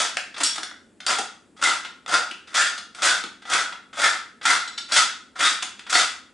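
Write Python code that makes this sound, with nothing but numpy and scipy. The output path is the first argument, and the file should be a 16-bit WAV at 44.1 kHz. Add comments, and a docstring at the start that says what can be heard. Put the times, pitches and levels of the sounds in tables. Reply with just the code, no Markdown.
"""In a tiled kitchen, a tall wooden pepper mill is twisted by hand over a bowl, about twice a second.
In each twist the burr bites and crushes corns: coarse fractures and fine grit ring the mill's body.
Sharp cracks and clicks are bursts of tiny snaps; pitched creaks are stick-slip jerks through a resonance.
The mechanism ticks, the loose head knocks and the steel shaft clinks as the hand shifts its grip.
Dense echoes let the room ring on after every crunch, over a faint, steady rush of air."""
import sys
import numpy as np
from scipy import signal
from scipy.fft import rfft, irfft
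from scipy.io import wavfile
from scipy.ndimage import uniform_filter1d

SR = 44100
rng = np.random.default_rng(int(sys.argv[2]) if len(sys.argv) > 2 else 0)


def to_wav(sig):
    """Store sig (one row per channel, or 1-D mono) as 16-bit WAV at the path in sys.argv[1].

    Samples outside -1..1 are clipped; the rate is SR.
    """
    pcm = np.clip(np.atleast_2d(sig), -1, 1) * 32767
    pcm = np.round(pcm).astype(np.int16)
    wavfile.write(sys.argv[1], SR, pcm.T)  # frames by channels


N = 279153  # length in samples

# Levels and colours in the tables are relative gains, set before the room and any trim;
# twists, cracks and ticks also pass through the body.
# twists of the head: bite_s, slack_before_s, swell_s, hold_s, level_db, slack_against_level_db,
# low_colour_db, bright_colour_db
TWISTS = [(-0.01, .01, 0.0049, 0.0013, -19, -22, 2.5, 4),
          (0.4337, 0.036, 0.00157, 0.0074, -29, -13, -2, 12),
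          (1.066, 0.059, 0.023, 0.02, -19.2, -31, 1, -1.4), (1.615, .05, .05, 0.029, -20.5, -26.5, 0, -1),
          (2.078, .002, 0.061, 0.0043, -19.5, -30, 5, -2), (2.542, .068, 0.02, .064, -18.5, -26.5, -5.5, 0),
          (3.02, 0.073, 0.041, 0.022, -17, -20.5, 0, 2.1), (3.495, 0.038, 0.061, .002, -17, -23, 0, -2),
          (3.984, .055, 0.055, 0.029, -16.5, -21, -3.5, -2.5),
          (4.456, .028, 0.039, 0.029, -16, -12.5, -8, -3.8), (4.92, .036, 0.034, 0.026, -19, -14, -3, 5),
          (5.393, 0.039, 0.054, 0.02, -15.5, -22.5, -7.5, -1),
          (5.925, 0.035, 0.032, 0.042, -19, -12.5, -1.5, 2)]
# sharp cracks and clicks, corns giving way or the mill knocking between twists:
# start_s, rise_ms, level_db, low_colour_db, bright_colour_db
CRACKS = [(0.1692, 1, -16.5, 0, 1), (0.377, 6.3, -34, 10, 3.5), (0.4018, 6.8, -18, -4, -3.5),
          (0.557, 3, -27, -5, 2.5), (0.5797, 2.1, -24, 4, -0.5), (0.6306, 2.2, -21.5, -4.5, -1),
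          (1.0641, 1.9, -22, -6, 9), (1.1839, 3.9, -29.5, 15, 11.5), (1.6244, 1.9, -11.5, -5.5, -7.5),
          (1.6344, 5.1, -20, -4, 5.5), (1.6726, 1.5, -10.5, -9, -7.5), (2.138, 3.7, -13.5, -10, -2.5),
          (3.028, 5.3, -15, -19, -9), (3.4978, 3.4, -24.5, 1, 0.5), (3.533, 3.2, -12, -24, -3),
          (3.968, 13, -32, 10.5, -1), (4.0178, 1.1, -22, 6, 6.5), (4.452, 5.4, -12, -10.5, -3),
          (4.503, 2.7, -14, 4, -0.5), (4.9227, 2.2, -20, 2, 0), (5.391, 4.2, -27.5, 7, 2),
          (5.4047, 3.3, -10.5, -8, -8.5), (5.6232, 4.1, -20, -7, 1), (5.8955, 6.5, -27, -9, 6.5),
          (5.9267, 2.1, -10.5, -14, -4.5)]
# pitched creaks of the burr, with a few very short rows that sharpen a click or snap:
# start_s, length_s, pitch_hz, width_hz, level_db
CREAKS = [(.17, .002, 2160, 1800, -16), (.17, 0.004, 3280, 450, -32), (.432, 0.0098, 7550, 3000, -19.5),
          (.434, 0.045, 5580, 202, -28.5), (1.062, 0.031, 4750, 328, -27), (1.183, 0.0094, 805, 250, -31),
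          (1.643, 0.023, 2014, 201, -22), (2.136, 0.022, 4770, 400, -28), (2.31, 0.0051, 2840, 400, -31),
          (2.556, 0.095, 1730, 261, -26.5), (2.57, 0.033, 7450, 450, -30.5), (3.054, 0.086, 1520, 220, -25),
          (4.027, 0.047, 2090, 220, -28), (4.021, 0.066, 1737, 220, -24.5),
          (4.462, 0.054, 2010, 200, -27.5), (4.958, 0.059, 1340, 109, -25), (5.428, 0.07, 3710, 150, -28),
          (5.925, 0.057, 4430, 500, -26.5)]
# ticks of the mechanism as the hand lets go or regrips: start_s, rise_ms, level_db, bright_colour_db
TICKS = [(0.341, 4.3, -35.5, 2.5), (0.362, 6.6, -30, 0.5), (0.712, 1.2, -30, -3), (1.0024, 2.3, -34, 5),
         (1.567, 5.5, -53, 7), (1.846, 4.7, -27.5, 1), (2.0618, 0.72, -23, 0.5), (2.3096, 2.9, -33, 5.5),
         (2.472, 5.8, -41.5, 3), (2.7765, 4.6, -31, 7), (2.9475, 1.9, -39, 8), (3.2369, 1.84, -25.5, 5),
         (3.419, 5.4, -42, 2.5), (3.4521, 2.9, -32.5, -1.5), (3.7231, 3.5, -26.5, -3),
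         (3.929, 3.8, -36, -3), (4.4125, 3.7, -31, -1.5), (4.6776, 3.2, -32.5, 5.5),
         (4.7781, 3.6, -30, 7.5), (5.356, 4.7, -30, -12), (5.7924, 2.4, -33, 3.5), (5.864, 5, -32.5, 0)]
# dull knocks of the loose head on the wooden body: start_s, level_db
KNOCKS = [(0.404, -39.5), (0.582, -44), (1.187, -37.5), (2.309, -47.5), (3.235, -41.5)]
# clinks of the steel shaft in its seat as the hand shifts: start_s, contact_s, level_db
CLINKS = [(4.675, 0.0027, -28), (4.777, 0.002, -24.5), (4.919, 0.0037, -18)]
# ring of the steel shaft: pitch_hz, width_hz, level_db
SHAFT_MODES = [(3040, 74, -6), (4030, 90, 7.5), (4580, 53, -2), (5470, 39, -7), (6160, 55, -18),
               (6930, 63, -6), (7800, 20, -13), (8530, 44, -17)]
# where the tone colours act, low, middle (always 0 dB), bright and top: frequency_hz
COLOUR_HZ = [600, 1500, 3700, 7500]
# the bare snap of a fracture: frequency_hz, level_db
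SNAP = [(25, -34), (60, -19.5), (120, -16), (190, -9.5), (280, -8), (420, -8.5), (560, 0), (1000, 1.5),
        (2500, 0.5), (5000, -2), (7500, -2.5), (10000, -9.5), (11000, -21)]
# resonances of the wooden body, its bore and the burr: pitch_hz, width_hz, level_db
MILL_MODES = [(298.6, 30, 0.5), (733, 19, 5.5), (1293, 75, 12.5), (1386, 54, 16), (1471, 14, 14),
              (1588, 22, 11.5), (1672, 19, 6), (1834, 19, 9), (1964, 78, 6), (1990, 20, 5), (2093, 38, 6.5),
              (2680, 18, 6), (3357, 56, 7), (3370, 59, 8), (3592, 81, 6.5), (3666, 23, 6), (4250, 30, 3.5),
              (4740, 56, 4), (4867, 50, 5), (5496, 79, 1.5), (6200, 98, -1.5), (7900, 28, -8.5)]
# ring of the kitchen: frequency_hz, t60_s
KITCHEN_T60 = [(200, 0.28), (600, 0.35), (1050, 0.41), (1380, 0.45), (2300, 0.41), (3600, 0.41),
               (7000, 0.36), (10000, 0.3)]
# spectrum shape of the still kitchen air: frequency_hz, density_db (per Hz)
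AIR_SPECTRUM = [(15, -48), (25, -21), (87, -7.5), (145, -12.5), (207, 0), (254, 0), (505, -9.5), (651, -15),
                (1510, -22), (1710, -22.5), (5970, -33), (7510, -25), (11000, -33.5), (14300, -69.5),
                (22000, -120)]

BITE_S = 0.00081  # the teeth catch this fast
SWELL_DB_PER_S, RUN_OUT_DB_PER_S = 194, 223  # shared by all twists
# the rub through the slack grows towards the bite and has its own bright and top colours
SLACK_GROWTH_DB, SLACK_BRIGHT_DB, SLACK_TOP_DB = 8.5, -3, -4.5
CRUSH_TOP_DB, CRACK_TOP_DB = 0.5, 1  # top colour against the bright colour
# the top of a tick follows its bright colour, but more steeply
TICK_LOW_DB, TICK_TOP_DB, TICK_TOP_FOLLOWS = -2.5, -11, 1.9
AIR_DB = -58
TOP_HZ = 11080  # upper limit of the recorder


def undb(db):
    """Decibels to gain."""
    return 10 ** (np.asarray(db) / 20)


def on_log_axis(hz, points):
    """Read (Hz, value) points at the given frequencies, along a logarithmic pitch axis."""
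    at, value = np.transpose(points)
    return np.interp(np.log(np.maximum(hz, 1)), np.log(at), value)


def response(gain_at, size):
    """Causal impulse response with the gain gain_at(Hz), from the folded cepstrum."""
    cepstrum = irfft(np.log(gain_at(np.fft.rfftfreq(size, 1 / SR))))
    cepstrum[1:size // 2] *= 2
    cepstrum[size // 2 + 1:] = 0
    return irfft(np.exp(rfft(cepstrum)))


def add(track, start, x):
    """Mix x into the track from sample start on."""
    x = x[:N - start]
    track[start:start + len(x)] += x


def stereo(mid, side):
    """Left and right from mid and side."""
    return np.array([mid + side, mid - side])


def coloured(x, low_db, bright_db, top_db, bass_hz=250, bass_db=-3.0):
    """Big soft pieces break dull, small hard ones bright; the hand-damped bass varies half as much."""
    points = [(bass_hz, bass_db + low_db / 2), *zip(COLOUR_HZ, (low_db, 0, bright_db, top_db))]
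    return signal.fftconvolve(x, response(lambda hz: undb(on_log_axis(hz, points)), size=512))


def grains(n, per_s, spread_db, even_s):
    """Random fractures of uneven size, levelled to even power over even_s."""
    breaks = rng.random(n) < per_s / SR
    sizes = undb(spread_db * rng.standard_normal(n))
    x = breaks * rng.choice([-1, 1], n) * sizes
    power = uniform_filter1d(x ** 2, max(int(even_s * SR), 2))
    return x / np.sqrt(np.maximum(power, 1e-9))


def crumble(n, split_hz=2600, clump_s=.008, coarse_clump_db=3.0, fine_clump_db=2.0):
    """Few coarse fractures carry the middle, dense fine grit the treble; both clump, corn by corn."""
    hold = int(clump_s * SR)
    steps = np.repeat(rng.standard_normal(n // hold + 1), hold)
    clumps = uniform_filter1d(steps, hold // 2)[:n]
    coarse = grains(n, per_s=500, spread_db=1.0, even_s=.03) * undb(coarse_clump_db * clumps)
    fine = grains(n, per_s=4000, spread_db=4.5, even_s=0.013) * undb(fine_clump_db * clumps)
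    low = signal.butter(2, split_hz, "low", fs=SR, output="sos")
    high = signal.butter(2, split_hz, "high", fs=SR, output="sos")
    return signal.sosfilt(low, coarse / np.std(coarse)) + signal.sosfilt(high, fine / np.std(fine))


def twists(length_s=0.28):
    """The burr rubs faintly through its slack, bites, swells to its hardest crush, holds and runs out."""
    track = np.zeros(N)
    for bite_s, slack_s, swell_s, hold_s, level_db, slack_db, low_db, bright_db in TWISTS:
        start = max(int((bite_s - slack_s) * SR), 0)
        age = (start + np.arange(int(length_s * SR))) / SR - bite_s  # seconds since the bite
        grit = undb(level_db) * crumble(len(age))

        bitten = np.clip(1 + age / BITE_S, 0, 1) ** 2
        taken_up = np.clip(1 + age / slack_s, 0, 1)
        slack = (1 - bitten) * undb(slack_db + SLACK_GROWTH_DB * (taken_up - .5))

        below_peak_db = SWELL_DB_PER_S * np.maximum(swell_s - age, 0)
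        run_out_db = RUN_OUT_DB_PER_S * np.maximum(age - swell_s - hold_s, 0)
        crush = bitten * undb(-below_peak_db - run_out_db)

        add(track, start, coloured(slack * grit, low_db, SLACK_BRIGHT_DB, SLACK_TOP_DB))
        add(track, start, coloured(crush * grit, low_db, bright_db, bright_db + CRUSH_TOP_DB))
    return track


def resonance(hz, centre_hz, width_hz):
    """Power gain of one damped mode, 1 at its centre."""
    hz = np.maximum(hz, 1)
    return 1 / (1 + ((hz ** 2 - centre_hz ** 2) / (hz * width_hz)) ** 2)


def mode_power(hz, modes):
    """Summed power gain of a body's damped modes."""
    return sum(undb(db) ** 2 * resonance(hz, centre_hz, width_hz) for centre_hz, width_hz, db in modes)


def mill_body(x, ring_db):
    """The snap is heard bare and through the resonances of the mill."""
    def gain_at(hz):
        bare_power = undb(on_log_axis(hz, SNAP)) ** 2
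        ring_power = undb(ring_db) ** 2 * mode_power(hz, MILL_MODES)
        return np.sqrt(bare_power + ring_power)
    return signal.fftconvolve(x, response(gain_at, size=8192))[:N]


def echoes(first_echo_s=0.0022):
    """Mid and side tails of dense echoes, each band fading at its own rate."""
    hz, frame_s, bands = signal.stft(rng.standard_normal((2, SR)), SR, nperseg=256)
    decay = np.log(1000) / on_log_axis(hz, KITCHEN_T60)[:, None]  # 60 dB down after t60
    fading = bands * np.exp(-decay * frame_s) * np.sqrt(2 * decay / SR)  # evens the energy of the bands
    tails = signal.istft(fading, SR)[1][:, :SR]
    return tails * (np.arange(SR) / SR > first_echo_s)


def kitchen(x, wet_db=0.5, side_db=-9.5, sway_s=.025, paths=4):
    """Worktop and tiles answer almost at once; the mill turns and sways, so its sound takes new paths."""
    hold = int(sway_s * SR)
    steps = np.repeat(rng.standard_normal((N // hold + 1, paths)).T, hold, axis=1)
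    shares = uniform_filter1d(steps, hold)[:, :N]
    shares /= np.linalg.norm(shares, axis=0)  # total power stays even
    wet = sum(signal.fftconvolve([x * share], echoes(), axes=1)[:, :N] for share in shares)
    mid, side = undb(wet_db) * wet
    return stereo(x + mid, undb(side_db) * side)


def air(side_db=-12):
    """A faint, steady rush, mostly low, made of noise shaped by the air spectrum."""
    gain = undb(on_log_axis(np.fft.rfftfreq(N, 1 / SR), AIR_SPECTRUM))
    mid, side = irfft(rfft(rng.standard_normal((2, N))) * gain, N)
    return undb(AIR_DB) * stereo(mid, undb(side_db) * side) / np.std(mid)


def burst(rise_ms):
    """A cascade of tiny snaps that swells to its peak at rise_ms and dies away."""
    ms = 1000 * np.arange(SR // 10) / SR
    age = ms / rise_ms
    return age * np.exp(1 - age) * grains(len(ms), per_s=9000, spread_db=4.5, even_s=0.0019)


def cracks():
    """A corn gives way, or the mill knocks between twists: a sharp burst of tiny snaps."""
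    track = np.zeros(N)
    for start_s, rise_ms, level_db, low_db, bright_db in CRACKS:
        snaps = undb(level_db) * burst(rise_ms)
        add(track, int(start_s * SR), coloured(snaps, low_db, bright_db, bright_db + CRACK_TOP_DB))
    return track


def rub(length_s, gain_at):
    """A short run of stick-slip jerks through a resonance; mean power 1 over its length."""
    n = int(length_s * SR)
    jerks = grains(n, per_s=5500, spread_db=2.0, even_s=0.0011) * signal.windows.tukey(n, .5)
    x = signal.fftconvolve(jerks, response(gain_at, size=4096))
    return x * np.sqrt(n / (np.sum(x ** 2) + 1e-9))


def creaks(trim_db=-0.5):
    """Stick-slip jerks in the burr ring at one pitch; the very short ones sharpen a click or snap."""
    track = np.zeros(N)
    for start_s, length_s, pitch_hz, width_hz, level_db in CREAKS:
        creak = rub(length_s, lambda hz: resonance(hz, pitch_hz, width_hz))
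        add(track, int(start_s * SR), undb(level_db + trim_db) * creak)
    return track


def ticks():
    """The burr shifts in its play: a short, gritty burst, mostly with less top than a crack."""
    track = np.zeros(N)
    for start_s, rise_ms, level_db, bright_db in TICKS:
        snaps = undb(level_db) * burst(rise_ms)
        top_db = TICK_TOP_FOLLOWS * bright_db + TICK_TOP_DB
        add(track, int(start_s * SR), coloured(snaps, TICK_LOW_DB, bright_db, top_db))
    return track


def knocks(pitch_hz=300, width_hz=160, length_s=0.013, trim_db=-1.5):
    """A soft wooden bump, one broad low resonance, as the hand lets go of the head."""
    track = np.zeros(N)
    for start_s, level_db in KNOCKS:
        bump = rub(length_s, lambda hz: resonance(hz, pitch_hz, width_hz))
        add(track, int(start_s * SR), undb(level_db + trim_db) * bump)
    return track


def clinks():
    """The shaft knocks in its seat; modes swell with the contact and die at a rate set by their width."""
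    track = np.zeros(N)
    t = np.arange(SR // 4) / SR
    for start_s, contact_s, level_db in CLINKS:
        ring = np.zeros(len(t))
        for pitch_hz, width_hz, mode_db in SHAFT_MODES:
            tone = np.sin(2 * np.pi * (pitch_hz * t + rng.random()))
            ring += undb(mode_db) * np.exp(-np.pi * width_hz * t) * tone
        add(track, int(start_s * SR), undb(level_db) * ring * (1 - np.exp(-t / contact_s)))
    return track


def scene(left_db=0.4):
    """The mill in the kitchen, a touch to the left; crushing rings the body more than single cracks do."""
    crunch = mill_body(twists(), ring_db=-.5) + mill_body(cracks() + ticks(), ring_db=-2.0)
    mill = crunch + creaks() + knocks() + clinks()
    return (kitchen(mill) + air()) * undb([[left_db], [-left_db]])


def record(dry, ceiling=1.0):
    """The microphone loses the deepest bass and rounds the highest peaks; the recorder cuts the top."""
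    thinned = signal.sosfilt(signal.butter(2, 35, "high", fs=SR, output="sos"), dry)
    rounded = ceiling * np.tanh(thinned / ceiling)
    return signal.sosfilt(signal.ellip(12, .2, 70, TOP_HZ, fs=SR, output="sos"), rounded)


dry = scene()
out = record(dry)
to_wav(out)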